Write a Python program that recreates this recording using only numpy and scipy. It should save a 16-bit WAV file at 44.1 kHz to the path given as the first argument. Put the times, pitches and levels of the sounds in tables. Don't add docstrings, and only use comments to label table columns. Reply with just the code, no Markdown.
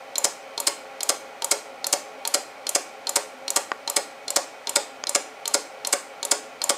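import sys
import numpy as np
from scipy import signal
from scipy.io import wavfile
from scipy.ndimage import uniform_filter1d

SR = 44100
rng = np.random.default_rng(int(sys.argv[2]) if len(sys.argv) > 2 else 0)


def unload_audio(sound):
    columns = np.transpose(np.atleast_2d(sound))
    steps = np.round(np.clip(columns, -1, 1) * 32767)
    wavfile.write(sys.argv[1], SR, steps.astype(np.int16))


N = 298557

# pitch_hz, t60_s,
# touch_1_db, touch_2_db, snap_1_db, snap_2_db, release_1_db, release_2_db
SWITCH_MODES = [(2780, 0.012, -22, -26, -19, -15, -10, -16), (3283, 0.012, -14, -10, -20, -16, -7, -6),
                (3530, 0.012, -14, -11, -26, -21, -15, -12), (3886, 0.012, -10, -8, -21, -15, -14, -10),
                (4198, 0.025, -2, -2, -17, -16, -9, -5), (4750, 0.012, -13, -9, -16, -13, -8, -1),
                (5040, 0.012, -11, -14, -13, -9, -4, -1), (5260, 0.012, -10, -16, -15, -12, -3, -4),
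                (6050, 0.012, -12, -10, -10, -12, -4, -8), (6520, 0.012, -17, -15, -18, -14, -5, -3),
                (6900, 0.012, -17, -14, -3, -5, -3, -5), (7215, 0.02, -17, -13, -3, -3, -9, -6),
                (7520, 0.012, -18, -16, -2, -3, 0, 0), (7805, 0.012, -25, -22, -7, -2, -9, -3),
                (8460, 0.012, -19, -16, -8, -9, -2, 0), (8900, 0.012, -21, -23, -11, -7, -4, -7),
                (9320, 0.012, -17, -17, -17, -13, -12, -8), (10050, 0.012, -19, -19, -11, -4, -10, -5),
                (10560, 0.012, -25, -27, -4, -2, -8, -11), (12020, 0.012, -33, -30, -15, -8, -18, -17),
                (12870, 0.012, -37, -38, -12, -12, -18, -19), (13780, 0.012, -39, -37, -19, -15, -21, -25)]
LID_MODES = [(344, 0.085, -22, -38, -34, -42, -28.5, -21.5),
             (423.5, 0.19, -35, -16.5, -27, -31, -22.5, -12.5), (584, 0.079, -21, -22, -8, -7, -6, -1),
             (717, 0.029, -12, -12, -20, -23, -0.5, -4), (913, 0.11, -19.5, -6.5, -33, -7.5, -28, -16),
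             (1183, 0.04, -25, -17, -24, -7, -8, -14), (1395, 0.028, -11, -15, -29, -26, -13, -8),
             (1532, 0.041, -45, -44, -40, -33, -21, -19), (1925, 0.047, -34, -24, -35, -22, -22.5, -22.5),
             (2165, 0.03, -23, -24, -26, -32, -9.5, -7)]
# pitch_hz, touch_db_per_hz, snap_db_per_hz, release_db_per_hz
CRACK_COLOUR = [(297, -18, -26, -19.5), (1034, -6, 4, -2.5), (2720, -2, -47, -7.5), (4500, 7.5, -29, -6),
                (8000, -9, 5.5, 0.5), (10100, -26, -7, -16), (13000, -28, -7, -30), (16100, -38, -19, -28)]
# delay_s, level_db (compared with the stop)
RATTLE_BLOWS = [(.0072, -4.5), (.0145, -21), (.0175, -23)]
# pitch_hz, level_db_per_hz
RUB_COLOUR = [(300, -16), (550, -6), (900, -4), (1650, -16), (2600, -13), (3070, -5), (3600, -11),
              (4680, -15), (10500, -18), (16000, -36)]
# start_s, dull_level_db, bright_level_db
STRAY_TAPS = [(3.7174, -10.5, -18.5), (5.0386, -23, -13.5)]
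# pitch_hz, level_db, t60_s
DULL_TAP_MODES = [(507, -46, 0.013), (860, -16, 0.028), (1146, 0, 0.018), (1490, 1, 0.011),
                  (1850, -6.5, 0.022)]
# pitch_hz, level_db, t60_s
BRIGHT_TAP_MODES = [(2300, -3, .005), (3200, -2, .005), (4900, -2, .005), (6650, 0, .005), (9000, -8, .004)]
# pitch_hz, level_db, t60_s
ROOM_BANDS = [(242, -12.5, 0.52), (570, -4, 0.19), (1490, -10.5, 0.29), (3240, -16, 0.37),
              (6450, -19, 0.35), (10800, -23, 0.34), (15000, -20.5, 0.39)]
# start_s, level_db
TREBLE_COURSE = [(0.0, 1.8), (3.3, 1.5), (4.2, -1.3), (6.77, -0.22)]
# pitch_hz, width_hz (sets how quickly each dies), level_db_per_hz
WHIRR_RESONANCES = [(263.4, 23, -8.5), (434.7, 17, -3.5), (541.5, 29.4, 0), (797.6, 65, -3),
                    (1115, 56, -11), (1381, 155, -12), (1970, 105, -16.5), (2258, 98, -12.5),
                    (2483, 78, -13), (3086, 17, -14.5)]
# start_s, level_db
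WHIRR_COURSE = [(0.0, -40.5), (2.2, -40.5), (4.5, -42), (6.77, -41)]
# pitch_hz, level_db_per_hz
HISS_COLOUR = [(18, -78), (30, -32.5), (223, -21), (368, -23.5), (547, -12), (659, -4.5), (792, -11),
               (1060, -15.5), (1940, -15), (7090, -29), (13000, -43), (15200, -39.5), (16500, -72)]

PASSES = 17
TURNS_PER_S, SPEEDUP_TURNS_PER_S2 = 1.16323, .02214
TOUCH_DEG, SNAP_DEG, RELEASE_DEG = (65.37, 242.98), (75.9, 253.07), (101.48, 282.29)
STOP_S, BOUNCE_S = .0035, .0112
TOUCH_DB, SNAP_DB, BACK_DB = (-10.5, -11.5), (-8.1, -10), (-8, -7)
STOP_DB, BOUNCE_DB = (-5, -5.5), (-16.5, -19.5)
ONSET_S, ONSET_DB = .003, (-34, -25.5)
LID_TOUCH_DB, LID_SNAP_DB = (-21.5, -22.5), (-23, -26)
LID_STOP_DB, LID_BOUNCE_DB = (-15, -13.5), (-14.5, -19)
LID_GROWS_DB_PER_S = 0.62
CRACK_DB, CRACK_T60_S = (-22, -20.5, -17.5), (.036, .034, .026)
RUB_DB, HISS_DB = -43.5, -43.5
TREBLE_HZ, CUTOFF_HZ = 9750, 16700
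TOUCH, SNAP, RELEASE = 0, 1, 2


def switch(rattle):
    back_s = when(RELEASE_DEG)

    def cluster(spread_s):
        return lambda: chatter(PASSES, spread_s)

    blows = [
        (TOUCH, when(TOUCH_DEG), each(TOUCH_DB) - 3, cluster(0.00078), 0),
        (SNAP, when(SNAP_DEG), each(SNAP_DB) - 6, cluster(0.00096), 0),
        (RELEASE, back_s - ONSET_S, each(ONSET_DB), cluster(0.0012), 4300),
        (RELEASE, back_s, each(BACK_DB) - 6, cluster(0.00059), 4300),
        (RELEASE, back_s + STOP_S - .0006, each(STOP_DB) - 5.5, cluster(0.00044), 0),
        (RELEASE, back_s + BOUNCE_S - .001, each(BOUNCE_DB) - 0.5, cluster(0.00057), 0),
    ]
    for seconds, level_db in rattle:
        blows.append((RELEASE, seconds, level_db - 19, cluster(0.0005), 0))
    return strike(SWITCH_MODES, blows, scatter_db=1.5)


def cracks(rattle):
    back_s = when(RELEASE_DEG)
    touches = [(when(TOUCH_DEG), each(TOUCH_DB))]
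    snaps = [(when(SNAP_DEG), each(SNAP_DB)), (back_s, each(BACK_DB) - 1.5)]
    landings = [(back_s + STOP_S - .0004, each(STOP_DB)),
                (back_s + BOUNCE_S - .0006, each(BOUNCE_DB)), *rattle]
    t = np.arange(SR // 10) / SR
    grains = rng.standard_normal((2, N)) * rng.exponential(1, N) ** .7
    noise = list(bands(grains))
    out = 0
    for kind, group in enumerate((touches, snaps, landings)):
        envelope = np.zeros(N)
        fade = (1 - np.exp(-t / .0004)) * from_db(-60 * t / CRACK_T60_S[kind])
        for seconds, level_db in group:
            add(envelope, seconds, from_db(level_db + 9.5), np.tile(fade, (len(seconds), 1)))
        colour = rms_one(sum(from_db(at_hz(CRACK_COLOUR, hz, axis=kind + 1)) * b for hz, b in noise))
        out = out + from_db(CRACK_DB[kind]) * envelope * colour
    return out


def rub():
    held = np.zeros(N)
    for down, up in zip(when(TOUCH_DEG), when(RELEASE_DEG)):
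        held[round(down * SR):round(up * SR)] = 1
    grains = rng.standard_normal((2, N)) * rng.exponential(1, N) ** 0.75
    scrape = rms_one(sum(from_db(at_hz(RUB_COLOUR, hz)) * b for hz, b in bands(grains)))
    return from_db(RUB_DB) * uniform_filter1d(held, size=200) * scrape


def lid():
    back_s = when(RELEASE_DEG)
    stop_s = back_s + STOP_S + .0002
    bounce_s = back_s + BOUNCE_S - .0012
    nearer_db = LID_GROWS_DB_PER_S * back_s

    def knock():
        return np.ones((PASSES, 1))

    blows = [
        (TOUCH, when(TOUCH_DEG) + 0.00097, each(LID_TOUCH_DB), knock, 0),
        (SNAP, when(SNAP_DEG) + 0.00105, each(LID_SNAP_DB), knock, 0),
        (RELEASE, stop_s, each(LID_STOP_DB) + nearer_db, knock, 852),
        (RELEASE, bounce_s, each(LID_BOUNCE_DB) + nearer_db, knock, 0),
    ]
    return strike(LID_MODES, blows, scatter_db=2.0)


def taps():
    seconds, dull_db, bright_db = np.transpose(STRAY_TAPS)
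    count = len(STRAY_TAPS)
    out = np.zeros(N)
    for modes, level_db in ((DULL_TAP_MODES, dull_db), (BRIGHT_TAP_MODES, bright_db)):
        for hz, mode_db, t60 in modes:
            force = np.zeros(N)
            shape = chatter(count, 0.00012) if hz > 2500 else np.ones((count, 1))
            add(force, seconds, from_db(level_db + mode_db), shape)
            out += ring(force, hz, t60)
    return signal.sosfilt(signal.butter(4, 7500, fs=SR, output="sos"), out)


def workshop(x):
    t = np.arange(SR // 2) / SR
    tail = 0
    for hz, b in bands(rng.standard_normal((2, len(t)))):
        tail = tail + b * from_db(at_hz(ROOM_BANDS, hz) - 60 * t / at_hz(ROOM_BANDS, hz, axis=2))
    return signal.fftconvolve(x, tail * (1 - np.exp(-t / .007)))[:N]


def treble(x):
    top = signal.sosfiltfilt(signal.butter(2, TREBLE_HZ, "high", fs=SR, output="sos"), x)
    seconds, level_db = np.transpose(TREBLE_COURSE)
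    gain = from_db(np.interp(np.arange(N) / SR, seconds, level_db))
    return x + (gain - 1) * top


def whirr():
    out = 0
    for hz, width, level_db in WHIRR_RESONANCES:
        tone = rms_one(ring(rng.standard_normal(N), hz, 3.7 / width))
        out = out + from_db(level_db) * np.sqrt(width) * tone
    out = signal.sosfilt(signal.butter(3, 220, "high", fs=SR, output="sos"), out)
    seconds, level_db = np.transpose(WHIRR_COURSE)
    return from_db(np.interp(np.arange(N) / SR, seconds, level_db)) * rms_one(out)


def hiss():
    white = rng.standard_normal((2, N))
    return from_db(HISS_DB) * rms_one(sum(from_db(at_hz(HISS_COLOUR, hz)) * b for hz, b in bands(white)))


def when(degrees):
    turns = np.arange(PASSES) // 2 + np.resize(degrees, PASSES) / 360
    return 2 * turns / (TURNS_PER_S + np.sqrt(TURNS_PER_S ** 2 + 2 * SPEEDUP_TURNS_PER_S2 * turns))


def each(pair):
    return np.resize(np.asarray(pair, float), PASSES)


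def rattles():
    luck = rng.standard_normal((PASSES, len(RATTLE_BLOWS), 2))
    blows = []
    for k, (late_s, drop_db) in enumerate(RATTLE_BLOWS):
        seconds = when(RELEASE_DEG) + late_s + 0.00074 * luck[:, k, 0]
        level_db = each(STOP_DB) + drop_db + 0.99 * luck[:, k, 1]
        blows.append((seconds, level_db))
    return blows


def chatter(count, spread_s):
    t = np.arange(400) / SR / spread_s
    grains = rng.standard_normal((count, 400)) * rng.exponential(1, (count, 400)) * t * np.exp(-t)
    return grains / np.sqrt(np.sum(grains ** 2, axis=1, keepdims=True))


def strike(modes, blows, scatter_db):
    out = np.zeros(N)
    for hz, t60, *strength_db in modes:
        force = np.zeros(N)
        for kind, seconds, level_db, shapes, low_hz in blows:
            shape = shapes()
            push = np.abs(shape @ np.exp(-2j * np.pi * hz * np.arange(shape.shape[1]) / SR))
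            share_db = np.reshape(strength_db, (3, 2))[kind][np.arange(len(seconds)) % 2]
            luck_db = scatter_db * rng.standard_normal(len(seconds))
            gains = from_db(level_db + share_db + luck_db)
            low_cut = 1 + (low_hz / hz) ** 8
            add(force, seconds, gains / np.maximum(push, .4) / low_cut, shape)
        out += ring(force, hz, t60)
    return out


def ring(clicks, hz, t60):
    r = from_db(-60 / (max(t60, .002) * SR))
    w = 2 * np.pi * hz / SR
    return signal.lfilter([0, np.sin(w)], [1, -2 * r * np.cos(w), r * r], clicks + 1e-18)


def bands(white):
    edges = 25 * 2 ** np.arange(0, 9.6, .5)
    for k, (low, high) in enumerate(zip(edges, edges[1:])):
        band = signal.butter(2, [low, high], "band", fs=SR, output="sos")
        yield np.sqrt(low * high), signal.sosfilt(band, white[k % 2])


def add(track, seconds, gains, shapes):
    at = np.round(np.asarray(seconds) * SR).astype(int)[:, None] + np.arange(shapes.shape[1])
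    np.add.at(track, np.minimum(at, N - 1), gains[:, None] * shapes)


def at_hz(points, hz, axis=1):
    points = np.array(points)
    return np.interp(np.log(hz), np.log(points[:, 0]), points[:, axis])


def from_db(db):
    return 10 ** (np.asarray(db) / 20)


def rms_one(x):
    return x / np.sqrt(np.mean(x ** 2) + 1e-20)


def scene():
    rattle = rattles()
    rings, noises = switch(rattle), cracks(rattle) + rub()
    thumps, near = lid(), taps()
    to_walls = from_db(-5) * rings + noises + from_db(-8) * thumps + from_db(-16) * near
    clicks = rings + noises + thumps + near + from_db(-19.0) * workshop(to_walls)
    clicks = signal.sosfilt(signal.butter(4, 270, "high", fs=SR, output="sos"), clicks)
    return (treble(clicks) + whirr() + hiss())[None]


def record(dry):
    thin = signal.sosfilt(signal.butter(2, 60, "high", fs=SR, output="sos"), dry)
    rounded = 0.7 * np.tanh(thin / 0.93)
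    return signal.sosfilt(signal.cheby2(12, 70, CUTOFF_HZ, fs=SR, output="sos"), rounded)


dry = scene()
out = record(dry)
unload_audio(out)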